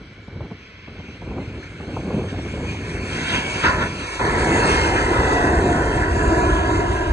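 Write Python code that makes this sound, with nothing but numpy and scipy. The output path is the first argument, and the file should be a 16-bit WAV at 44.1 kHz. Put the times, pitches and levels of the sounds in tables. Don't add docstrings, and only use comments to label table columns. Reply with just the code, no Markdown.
import sys
import numpy as np
from scipy import signal
from scipy.fft import rfft, irfft, next_fast_len
from scipy.io import wavfile
from scipy.ndimage import uniform_filter1d, minimum_filter1d, map_coordinates

SR = 44100
rng = np.random.default_rng(int(sys.argv[2]) if len(sys.argv) > 2 else 0)


def voltage_ratio(level):
    return 10 ** (np.asarray(level, float) / 20)


def wrap_up_sound(samples):
    columns = np.atleast_2d(samples).T
    tamed = np.clip(columns, -1, 1)
    steps = np.round(tamed * 32767).astype(np.int16)
    wavfile.write(sys.argv[1], SR, steps)


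N = 313992
T = np.arange(N) / SR


def unit(x):
    return x / np.sqrt(np.mean(x ** 2) + 1e-20)


def along(points, hz):
    f, v = np.transpose(points)
    return np.interp(np.log(hz + 1), np.log(f + 1), v)


def curves(rows):
    s, *cols = np.transpose(rows)
    return [np.interp(T, s, c) for c in cols]


def wobble(rate):
    coarse = np.arange(0, N + 32, 32)
    knots = rng.standard_normal(int(N * rate / SR) + 4)
    return np.interp(np.arange(N), coarse, map_coordinates(knots, [coarse * rate / SR]))


def turned(at_s, over_s):
    return .5 + .5 * np.tanh((T - at_s) / over_s)


def passing(at_s, span_s):
    return np.exp(-((T - at_s) / span_s) ** 2)


def filtered(x, response):
    m = next_fast_len(N + 8192)
    return irfft(rfft(x, m) * response(np.fft.rfftfreq(m, 1 / SR)), m)[..., :N]


def rush(spectrum, patchy_db, count):
    z = signal.stft(rng.standard_normal((count, N)), nperseg=512)[2]

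    def field(bins, steps):
        grain = uniform_filter1d(rng.standard_normal(z.shape[1:]), bins, 0)
        return unit(uniform_filter1d(grain, steps, 1))

    gain_db = patchy_db * (field(bins=6, steps=10) + 1.2 * field(bins=2, steps=60))
    rows = signal.istft(z * voltage_ratio(gain_db), nperseg=512)[1][:, :N]
    closed = [(0.89, -120)] + list(spectrum) + [(spectrum[-1][0], -120)]
    return unit(filtered(rows, lambda hz: voltage_ratio(along(closed, hz))))


# start_s, end_s
FILTER_OPEN = [
    (3.638, 3.875),
    (4.196, 8),
]
SWITCH_S = 0.0056


def ducked():
    return 1 - sum(turned(start, SWITCH_S / 2) - turned(end, SWITCH_S / 2) for start, end in FILTER_OPEN)


# freq_hz, level_db (per Hz)
SURF_COLOUR = [(500, -36), (1000, -8), (1500, 4.5), (1900, -4), (2300, 11), (2600, -31), (2850, -5),
               (3250, -1), (3700, -8.5), (4100, -5), (4700, -14), (5250, -14), (6000, -22), (7000, -50)]


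def surf():
    middle, around = voltage_ratio(-50.5) * rush(SURF_COLOUR, patchy_db=.7, count=2)
    return middle + 0.57 * around * [[1], [-1]]


# start_s, end_s
TOP_FLECKS = [
    (6.5, 6.7),
    (6.77, 6.93),
]


def scattered_hiss():
    hz, t, z = signal.stft(rng.standard_normal(N), SR, nperseg=1024)
    hz = hz[:, None]
    share = np.interp(t, [0, 1, 2.4, 3], [1, .8, .5, 0])
    share = share * np.interp(hz, [8800, 8900, 13700, 14400], [0, .9, .35, 0])
    late = sum((t > a) & (t < b) for a, b in TOP_FLECKS) * ((hz > 12500) & (hz < 15600))
    luck = rng.random((len(hz) // 4 + 1, len(t) // 2 + 1))
    cells = np.repeat(np.repeat(luck, 4, 0), 2, 1)[:len(hz), :len(t)]
    kept = (cells < share) * np.interp(hz, [9000, 11000], [2, 1]) + 2.5 * (cells < .5 * late)
    return voltage_ratio(-87) * signal.istft(z * kept, SR, nperseg=1024)[1][:N]


# start_s, hold_s, level_db
GUST_TIMES = [(0, 0.028, -41.5), (0.1, 0.023, -44), (0.17, 0.032, -49), (0.286, 0.098, -40),
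              (0.373, 0.087, -34.5), (0.506, 0.019, -37.5), (0.882, 0.033, -40), (0.972, 0.027, -38),
              (1.045, 0.11, -43.5), (1.22, 0.081, -37.5), (1.286, 0.13, -33), (1.44, 0.15, -38),
              (1.666, 0.08, -40.5), (1.797, 0.038, -35), (1.9, 0.4, -30.5), (2.093, 0.1, -26.5),
              (2.325, 1.07, -31.5), (3.343, 0.26, -35.5), (3.634, 0.4, -36.5), (4.207, 2.71, -33.5)]


def gust_level():
    breeze_db, rise_s, fall_s, opened_db = -49, 0.026, 0.022, 7
    power = voltage_ratio(2 * breeze_db)
    for start, hold, db in GUST_TIMES:
        fall = np.exp(-np.maximum(T - start - hold, 0) / fall_s)
        power = power + voltage_ratio(2 * db) * turned(start, rise_s) * fall
    return 10 * np.log10(power) + opened_db * (1 - ducked())


# freq_hz, level_db (per Hz)
DEEP_COLOUR = [(15, -58), (30, -28), (50, 4), (65, 3.5), (100, 6), (140, -5.5), (220, -17.5)]
# freq_hz, level_db (per Hz)
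EDGE_COLOUR = [(80, -33), (130, -1.5), (240, -4), (400, -6.5), (700, -18.5), (1100, -25), (1600, -32.5)]


def buffeting():
    lumps = wobble(30)
    deep = unit(voltage_ratio(lumps) * rush(DEEP_COLOUR, patchy_db=0, count=1)[0])
    edge_db = 1.55 * lumps + 1.27 * wobble(70)
    edge = unit(voltage_ratio(edge_db) * rush(EDGE_COLOUR, patchy_db=-0.75, count=1)[0])
    sheltered_db = np.interp(T, [2.9, 4.2, 4.55, 4.95, 5.4, 5.7, 6, 6.4, 6.8, 7.1],
                             [-1, 1.5, 0.5, -4, -2.5, -1.5, -3.0, -0.5, -6.5, 2.0])
    graze_db = -6 * passing(2.12, 0.14)
    return voltage_ratio(gust_level()) * (voltage_ratio(graze_db) * deep + voltage_ratio(1.5 + sheltered_db) * edge)


# start_s, peak_db
PUFF_TIMES = [(0.277, -41), (0.404, -31), (0.509, -34), (0.876, -38), (.995, -41), (1.214, -33),
              (1.308, -33), (1.382, -30), (1.415, -35), (1.8, -34), (1.964, -23), (2.103, -27), (2.21, -32),
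              (2.34, -33), (2.599, -31)]
# start_s, peak_db
MORE_PUFF_TIMES = [(0.279, -40), (0.324, -38), (0.359, -36), (0.385, -43), (0.441, -34), (0.502, -28),
                   (0.878, -41), (0.953, -34), (0.985, -31), (1.082, -27), (1.153, -30), (1.217, -29),
                   (1.257, -29), (1.309, -29), (1.309, -30.5), (1.384, -38), (1.641, -27), (1.802, -25.5),
                   (1.878, -22), (1.938, -22), (1.966, -22), (2.024, -24), (2.071, -20), (2.141, -17),
                   (2.236, -14), (2.32, -19), (2.365, -30), (2.388, -17), (2.537, -15), (2.574, -16),
                   (2.649, -14), (2.685, -26), (2.721, -23), (2.745, -16), (2.915, -27), (2.945, -26)]
# freq_hz, level_db (per Hz)
PUFF_COLOUR = [(250, -25), (420, 0), (700, -3), (1100, -11), (1500, -24), (1800, -50)]


def puffs():
    more_puffs_db = -16.5
    starts = np.zeros(N)
    starts[[round(s * SR) for s, _ in PUFF_TIMES]] = voltage_ratio([db for _, db in PUFF_TIMES])
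    starts[[round(s * SR) for s, _ in MORE_PUFF_TIMES]] += voltage_ratio([db + more_puffs_db for _, db in MORE_PUFF_TIMES])
    age = T[:SR // 10]
    shape = (1 - np.exp(-age / .0015)) ** 2 * np.exp(-age / .009)
    swell = 1.5 * signal.fftconvolve(starts, shape)[:N]
    return swell * rush(PUFF_COLOUR, patchy_db=0, count=1)[0]


def pressure_dips(events):
    half_length_cycles = 0.84
    out = np.zeros(N)
    for s, db, hz in events:
        near = slice(round((s - .06) * SR), round((s + .06) * SR))
        turns = (T[near] - s) * hz
        out[near] -= voltage_ratio(db) * np.exp(-(turns / half_length_cycles) ** 2) * np.cos(2 * np.pi * turns)
    return out


# peak_s, peak_db, pitch_hz
KNOCK_TIMES = [(.11, -38, 150), (.285, -28, 206), (0.364, -25.5, 130), (0.417, -24, 119), (.457, -31, 150),
               (0.521, -22, 190), (0.884, -29.5, 254), (.995, -27, 170), (1.089, -33, 200),
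               (1.224, -35, 220), (1.311, -25, 190), (1.399, -21, 181), (1.481, -23.5, 132),
               (1.55, -28, 120), (1.807, -28, 201), (1.882, -22.5, 180), (1.97, -31, 300), (2.15, -17, 196),
               (2.235, -21, 221), (2.175, -20, 170), (2.06, -24, 150), (2.331, -18.5, 202),
               (2.539, -23, 202)]


def knocks():
    return pressure_dips(KNOCK_TIMES)


# peak_s, peak_db, pitch_hz
THUMP_TIMES = [(4.436, -18, 60), (4.726, -20, 60), (5.198, -15, 75), (5.378, -29, 60), (5.583, -13, 58),
               (5.709, -19, 69), (6.03, -22, 70), (6.12, -14, 59.6), (6.281, -10.5, 62.4), (6.446, -17, 65),
               (6.532, -10, 53.7), (6.617, -13, 69.6), (6.73, -21, 65), (6.837, -46, 60),
               (7.11, -13.5, 53.7)]


def thumps():
    return pressure_dips(THUMP_TIMES)


# freq_hz, level_db (per Hz)
SUB_COLOUR = [(12, -45), (22, -6), (32, -2), (42, -1), (55, -19), (70, -120)]


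def sub_rumble():
    sub = unit(filtered(rng.standard_normal(N), lambda hz: voltage_ratio(along(SUB_COLOUR, hz))))
    return voltage_ratio(-38 + 1.5 * np.minimum(T - 6.2, 0)) * (1 - ducked()) * sub


# freq_hz, level_db (per Hz)
EXHAUST_COLOUR = [(18, -42), (30, -17), (42, -5), (62, 0), (100, -6), (140, -13), (220, -40)]


def exhaust_lobe():
    peak_s, span_s, peak_db = 7.04, 1, -25.5
    level_db = peak_db - 3.4 * ((T - peak_s) / span_s) ** 2 / 2
    return voltage_ratio(level_db) * rush(EXHAUST_COLOUR, patchy_db=0, count=1)[0]


# time_s, level_db
NEARNESS = [(0, -27), (.7, -24.5), (1.4, -20.5), (2, -16), (2.6, -13.5), (3, -9.5), (3.3, -2.5), (3.6, -2),
            (3.9, -7), (4.2, -2.5), (4.45, -3.5), (4.75, -1.5), (5.2, -2), (5.7, -5), (6.4, -6),
            (7.12, -9.5)]
# peak_s, half_width_s, level_db
AIR_SWELLS = [(.85, 0.32, 2), (1.64, 0.032, 2.5), (2.3, 0.021, 4), (2.82, 0.18, 0.5), (3.17, 0.082, 2.5),
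              (3.354, 0.058, 4), (3.548, 0.022, 0.5), (3.663, 0.046, 5), (3.827, 0.023, 3),
              (4.26, 0.017, 1), (4.66, 0.11, 1.5), (5.751, 0.059, 1.5), (6.122, 0.2, -1.5),
              (6.5, 0.18, 0.5)]


def levels():
    near = curves(NEARNESS)[0]
    swell = sum(db * passing(s, width) for s, width, db in AIR_SWELLS)
    first = turned(FILTER_OPEN[0][0], SWITCH_S) - turned(FILTER_OPEN[0][1], SWITCH_S)
    inlets_away = turned(5.03, 0.19)

    roar_db = -27 + near + 1.57 * swell - 9 * ducked()

    fan_db = -33.5 + near + 1.7 * swell - 4 * inlets_away
    fan_db += 3 * turned(5.9, 0.1)
    fan_db += 0.5 * first

    air_loss_db = 0.04 * np.maximum(near, -24) ** 2
    hiss_db = -43 + 0.4 * near - air_loss_db + 0.27 * swell + 1.5 * inlets_away
    hiss_db += 5.5 * passing(4.67, 0.35)

    front_db, rear_db = -14, 8
    body_db = front_db + (rear_db - front_db) * turned(3.48, 1) - 0.41 * swell
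    body_db += 9 * (turned(3.18, .05) - turned(3.6, .03))
    body_db += 1.5 * passing(5.94, 0.69)
    body_db += 1.5 * first
    return roar_db, fan_db, hiss_db, body_db


# freq_hz, level_db (per Hz)
SPLASH_COLOUR = [(8900, -50), (9000, 4), (9300, 3), (10200, -3), (10900, -10), (11000, -50)]


def splashes():
    hz, t, z = signal.stft(rush(SPLASH_COLOUR, patchy_db=2, count=1)[0], SR, nperseg=1024)
    hiss_db = levels()[2]
    frame, band = np.arange(len(t)) // 2, (hz // 330).astype(int)
    luck = rng.standard_normal(frame[-1] + 1)
    luck = luck + .55 * rng.standard_normal((band[-1] + 1, frame[-1] + 1))
    f = hz[:, None]
    need = -.2 + (f - 9100) / 900 * (f < 9500) + .45 * (f >= 9500) + (f > 10230)
    need = need + np.clip(-(np.interp(t, T, hiss_db) + 44) / 8, 0, 3)
    kept = luck[band][:, frame] > need
    return voltage_ratio(hiss_db - 15) * signal.istft(z * kept, SR, nperseg=1024)[1][:N]


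# time_s, delay_ms
GROUND_DELAY = [(0, 1.6), (2.5, 1.23), (3.55, 1.19), (3.63, 2.05), (4.2, 2.26), (5, 2.344), (5.9, 2.9),
                (7.12, 2.98)]


def ground_echo(low):
    late = np.arange(N) - curves(GROUND_DELAY)[0] * SR / 1000
    bounce = np.array([np.interp(late, np.arange(N), row) for row in low])
    scrub, concrete = 0.24, .8
    strength = scrub + (concrete - scrub) * turned(6.22, .15)
    return strength * filtered(bounce, lambda hz: 1 / (1 + (hz / 1300) ** 3))


# freq_hz, level_db (per Hz)
BODY_COLOUR = [(70, -37), (120, -15), (220, -12), (330, -1), (600, -8), (850, -6.5), (990, -4), (1150, -67),
               (1400, -79.5)]
# freq_hz, level_db (per Hz)
ROAR_COLOUR = [(700, -41), (1000, 5), (1300, 0.5), (1750, 6), (2100, 0), (2250, -20), (2400, -69)]
# freq_hz, level_db (per Hz)
FAN_COLOUR = [(2050, -12), (2250, -8.5), (2600, -2.5), (3100, -8), (3500, -16), (3800, -17.5),
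              (4700, -20.5), (5600, -27), (6400, -21)]
# freq_hz, level_db (per Hz)
HISS_COLOUR = [(4600, -5.5), (5200, -9.5), (7000, -2.5), (7600, -6.5), (7930, -9), (8050, 3.5), (8500, -6),
               (8900, -9.5), (9800, -15.5), (10400, -20.5), (10900, -8.5)]


def roar():
    roar_db, fan_db, hiss_db, body_db = levels()
    eddies_db = .4 * wobble(4.6) + .9 * wobble(14)
    low = voltage_ratio(roar_db + body_db + wobble(9)) * rush(BODY_COLOUR, patchy_db=0.0, count=2)
    low += voltage_ratio(roar_db + 5.5 + 1.05 * wobble(10)) * rush(ROAR_COLOUR, patchy_db=1.5, count=2)
    low += voltage_ratio(fan_db + 7.0 + eddies_db) * rush(FAN_COLOUR, patchy_db=2.03, count=2)
    low += ground_echo(low)
    opened = np.interp(T, [4.7, 5.3], [0, .7])
    low -= opened * filtered(low, lambda hz: np.exp(-((hz - 2270) / 55) ** 2))
    hidden = 0.12 * np.exp(-((T - 4.26) / 0.69) ** 4)
    low -= hidden * filtered(low, lambda hz: np.exp(-((hz - 2600) / 380) ** 4))
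    hiss = voltage_ratio(hiss_db + 3.5 + eddies_db + 0.3 * wobble(36)) * rush(HISS_COLOUR, patchy_db=1.7, count=2)
    return low + hiss


def tone(hz, db, drift, fade_db):
    phase = 2 * np.pi * np.cumsum(hz * (1 + drift * wobble(40))) / SR
    return np.sqrt(2) * voltage_ratio(db + fade_db * wobble(16)) * np.sin(phase)


# start_s, end_s, from_hz, to_hz,
# level_db
BRIEF_TONES = [(.72, 1.1, 2115, 2125, -57), (2.35, 3.3, 2102, 2085, -52), (4.25, 4.9, 2050, 1985, -36),
               (6.08, 6.5, 7250, 7050, -48), (6.08, 6.45, 7050, 6900, -50), (5.2, 5.9, 735, 700, -31),
               (6.22, 6.72, 345, 325, -27), (3.63, 3.88, 690, 630, -33), (4.2, 4.6, 720, 700, -35),
               (4.35, 4.75, 205, 205, -30), (3.2, 4.5, 6200, 6190, -58)]


def brief_tones():
    out = np.zeros(N)
    for start, end, from_hz, to_hz, db in BRIEF_TONES:
        u = np.clip((T - start) / (end - start), 0, 1)
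        drift = 0.003 * (1 + 3 * (from_hz > 6500) + 16 * (from_hz < 1000))
        glide = tone(from_hz + (to_hz - from_hz) * u, db, drift, fade_db=3.5)
        out += np.sqrt(np.sin(np.pi * u) + 1e-12) * glide
    return out


# time_s, pitch_hz, level_db
BLADE_TONE = [(0, 1985, -64), (.8, 2020, -59), (1.4, 2075, -59), (2.2, 2148, -56), (2.55, 2198, -48),
              (3, 2225, -45), (3.45, 2250, -38), (3.9, 2252, -47), (4.2, 2242, -43), (4.55, 2195, -38),
              (4.85, 2122, -30), (5.05, 2055, -34), (5.4, 1950, -32), (5.7, 1812, -38), (6, 1752, -34),
              (6.4, 1700, -33), (6.8, 1645, -40), (7.12, 1600, -40)]
# multiple (of the blade rate), level_db
BLADE_OVERTONES = [(2, 4), (2.56, -3), (3, -5), (3.55, -13)]


def engines():
    blade_hz, blade_db = curves(BLADE_TONE)
    near = curves(NEARNESS)[0]
    shield_db = 27 * turned(5.35, .3)
    beam_db = 6 * passing(4.67, .4)
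    over_db = -56 + .7 * near - shield_db + beam_db
    whine_db = -51 + 1.7 * near - shield_db + 1.7 * beam_db - 8 * turned(5, .1)
    out = tone(blade_hz, blade_db, drift=.0018, fade_db=2.8)
    for multiple, db in BLADE_OVERTONES:
        out += tone(multiple * blade_hz, over_db + db, drift=.0045, fade_db=5)
    out += tone(3.76 * blade_hz, whine_db, drift=0.0032, fade_db=1.5)
    return out + brief_tones()


# freq_hz, phase_rad
PHASE_LEAD = [(560, 0), (690, -.6), (800, -1.5), (845, -4), (990, -6.4), (1160, -9.1), (1240, -9.4),
              (1280, -13.2), (1400, -13.4), (1470, -12.8), (1560, -11.6), (1900, -10.6), (2250, -11.7),
              (2650, -10.5), (3000, -9.5), (3250, -10), (3620, -9.6), (3780, -11.4), (4150, -12.6),
              (4700, -13.9), (5150, -15.7), (6200, -18.4), (6900, -19.2), (7500, -22), (8200, -23.3),
              (9000, -24.3), (9700, -26.6)]
# freq_hz, likeness (0 to 1)
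LIKENESS = [(280, 1), (400, .93), (600, .99), (820, .8), (950, .97), (3050, .99), (3700, .7), (4500, .7),
            (5250, .97), (6000, .8), (6600, .9), (7300, .5), (8300, .65), (9200, .2)]
# freq_hz, level_db
LEFT_LEAN = [(860, 0), (950, -4), (1040, 0), (1250, 2), (1500, -2), (2400, 1), (3750, -3), (5000, 0),
             (7000, -1), (7800, -5), (8050, -11), (8900, -12), (9020, -14), (9120, -90)]


def wide(common, apart):
    def angle(hz):
        return np.arccos(np.clip(along(LIKENESS, hz), 0, 1)) / 2

    def pair(hz):
        half = voltage_ratio(along(LEFT_LEAN, hz) / 2) * np.exp(-.5j * along(PHASE_LEAD, hz))
        return np.array([half, 1 / half]) * np.sqrt(2 / (abs(half) ** 2 + abs(half) ** -2))

    both = filtered(common, lambda hz: np.cos(angle(hz)) * pair(hz))
    return both + filtered(apart, lambda hz: np.sin(angle(hz)) * pair(hz) * [[1], [-1]])


def scene():
    wind = buffeting() + puffs() + knocks()
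    deep_jet = exhaust_lobe() + thumps() + sub_rumble()
    common, apart = roar()
    jet = wide(common + engines(), apart) + splashes() * [[1], [0]]
    return surf() + wind + deep_jet + jet


def middle_kept(mid, side, hz, t):
    def band(z):
        return np.sqrt(abs(uniform_filter1d(uniform_filter1d(abs(z) ** 2, size=9, axis=0), size=3, axis=1)))

    margin_db = -15.5 + 2.5 * np.interp(t, T, wobble(9))
    low_lift_db = 3 * (abs(t - 6.2) < .55) + 3 * (abs(t - 4) < .3) + 1
    lift_db = np.where(hz > 4000, .3 + 2 * (t < 1.7), low_lift_db)
    drowned = (band(mid) < voltage_ratio(margin_db + lift_db) * band(side)) & (hz > 2700)
    return minimum_filter1d(1. - drowned, size=5, axis=0)


def under_ceiling(hz, t):
    under = hz < 10480 + 170 * np.round(np.interp(t, T, wobble(25)))
    return under & (hz < np.interp(t, [0, 2.6], [9000, 10900]) + 300 * rng.standard_normal(len(t)))


# time_s, lowest_hz (of the sides)
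SIDES_FLOOR = [(0, 880), (2.7, 790), (3.2, 610), (3.6, 520), (3.75, 450), (4.1, 460), (4.3, 545),
               (5.85, 540), (6.1, 350), (6.5, 310), (7.12, 240)]


def side_balance(side, hz, t, abeam):
    side = side * voltage_ratio(4 * abeam * ((hz < 1400) + 1.2 * (hz < 520)))
    far_db = -4.5 * (hz < 1500) * (t < 1.8)
    near_db = 5 * np.exp(-((hz - 1200) / 110) ** 2) * (t > 4.6)
    floor_hz = np.interp(t, *np.transpose(SIDES_FLOOR)) * voltage_ratio(.7 * np.interp(t, T, wobble(10)))
    return side * voltage_ratio(far_db + near_db) * (hz > floor_hz)


def band_limit(x):
    return signal.sosfilt(signal.butter(12, 15700, fs=SR, output="sos"), x)


# freq_hz, level_db
SIDE_TINT = [(2200, 0), (2350, -4), (3000, -4), (3250, 0), (4000, -2), (4700, 0), (5300, 4), (6200, 0)]


def record(dry):
    halves = np.array([dry[0] + dry[1], dry[0] - dry[1]]) / 2
    hz, t, (mid, side) = signal.stft(halves, SR, nperseg=2048)
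    hz = hz[:, None]
    side = side * voltage_ratio(along(SIDE_TINT, hz))
    kept = middle_kept(mid, side, hz, t)
    under = under_ceiling(hz, t)
    abeam = np.interp(t, [5.85, 6.1], [0, 1])
    mid = mid * voltage_ratio(-8 * abeam * np.exp(-((hz - 850) / 60) ** 2))
    side = side_balance(side, hz, t, abeam)
    mid, side = signal.istft(np.array([mid * kept, side]) * under, SR, nperseg=2048)[1][:, :N]
    mid = mid + scattered_hiss()
    return band_limit(np.array([mid + side, mid - side]))


dry = scene()
out = record(dry)
wrap_up_sound(out)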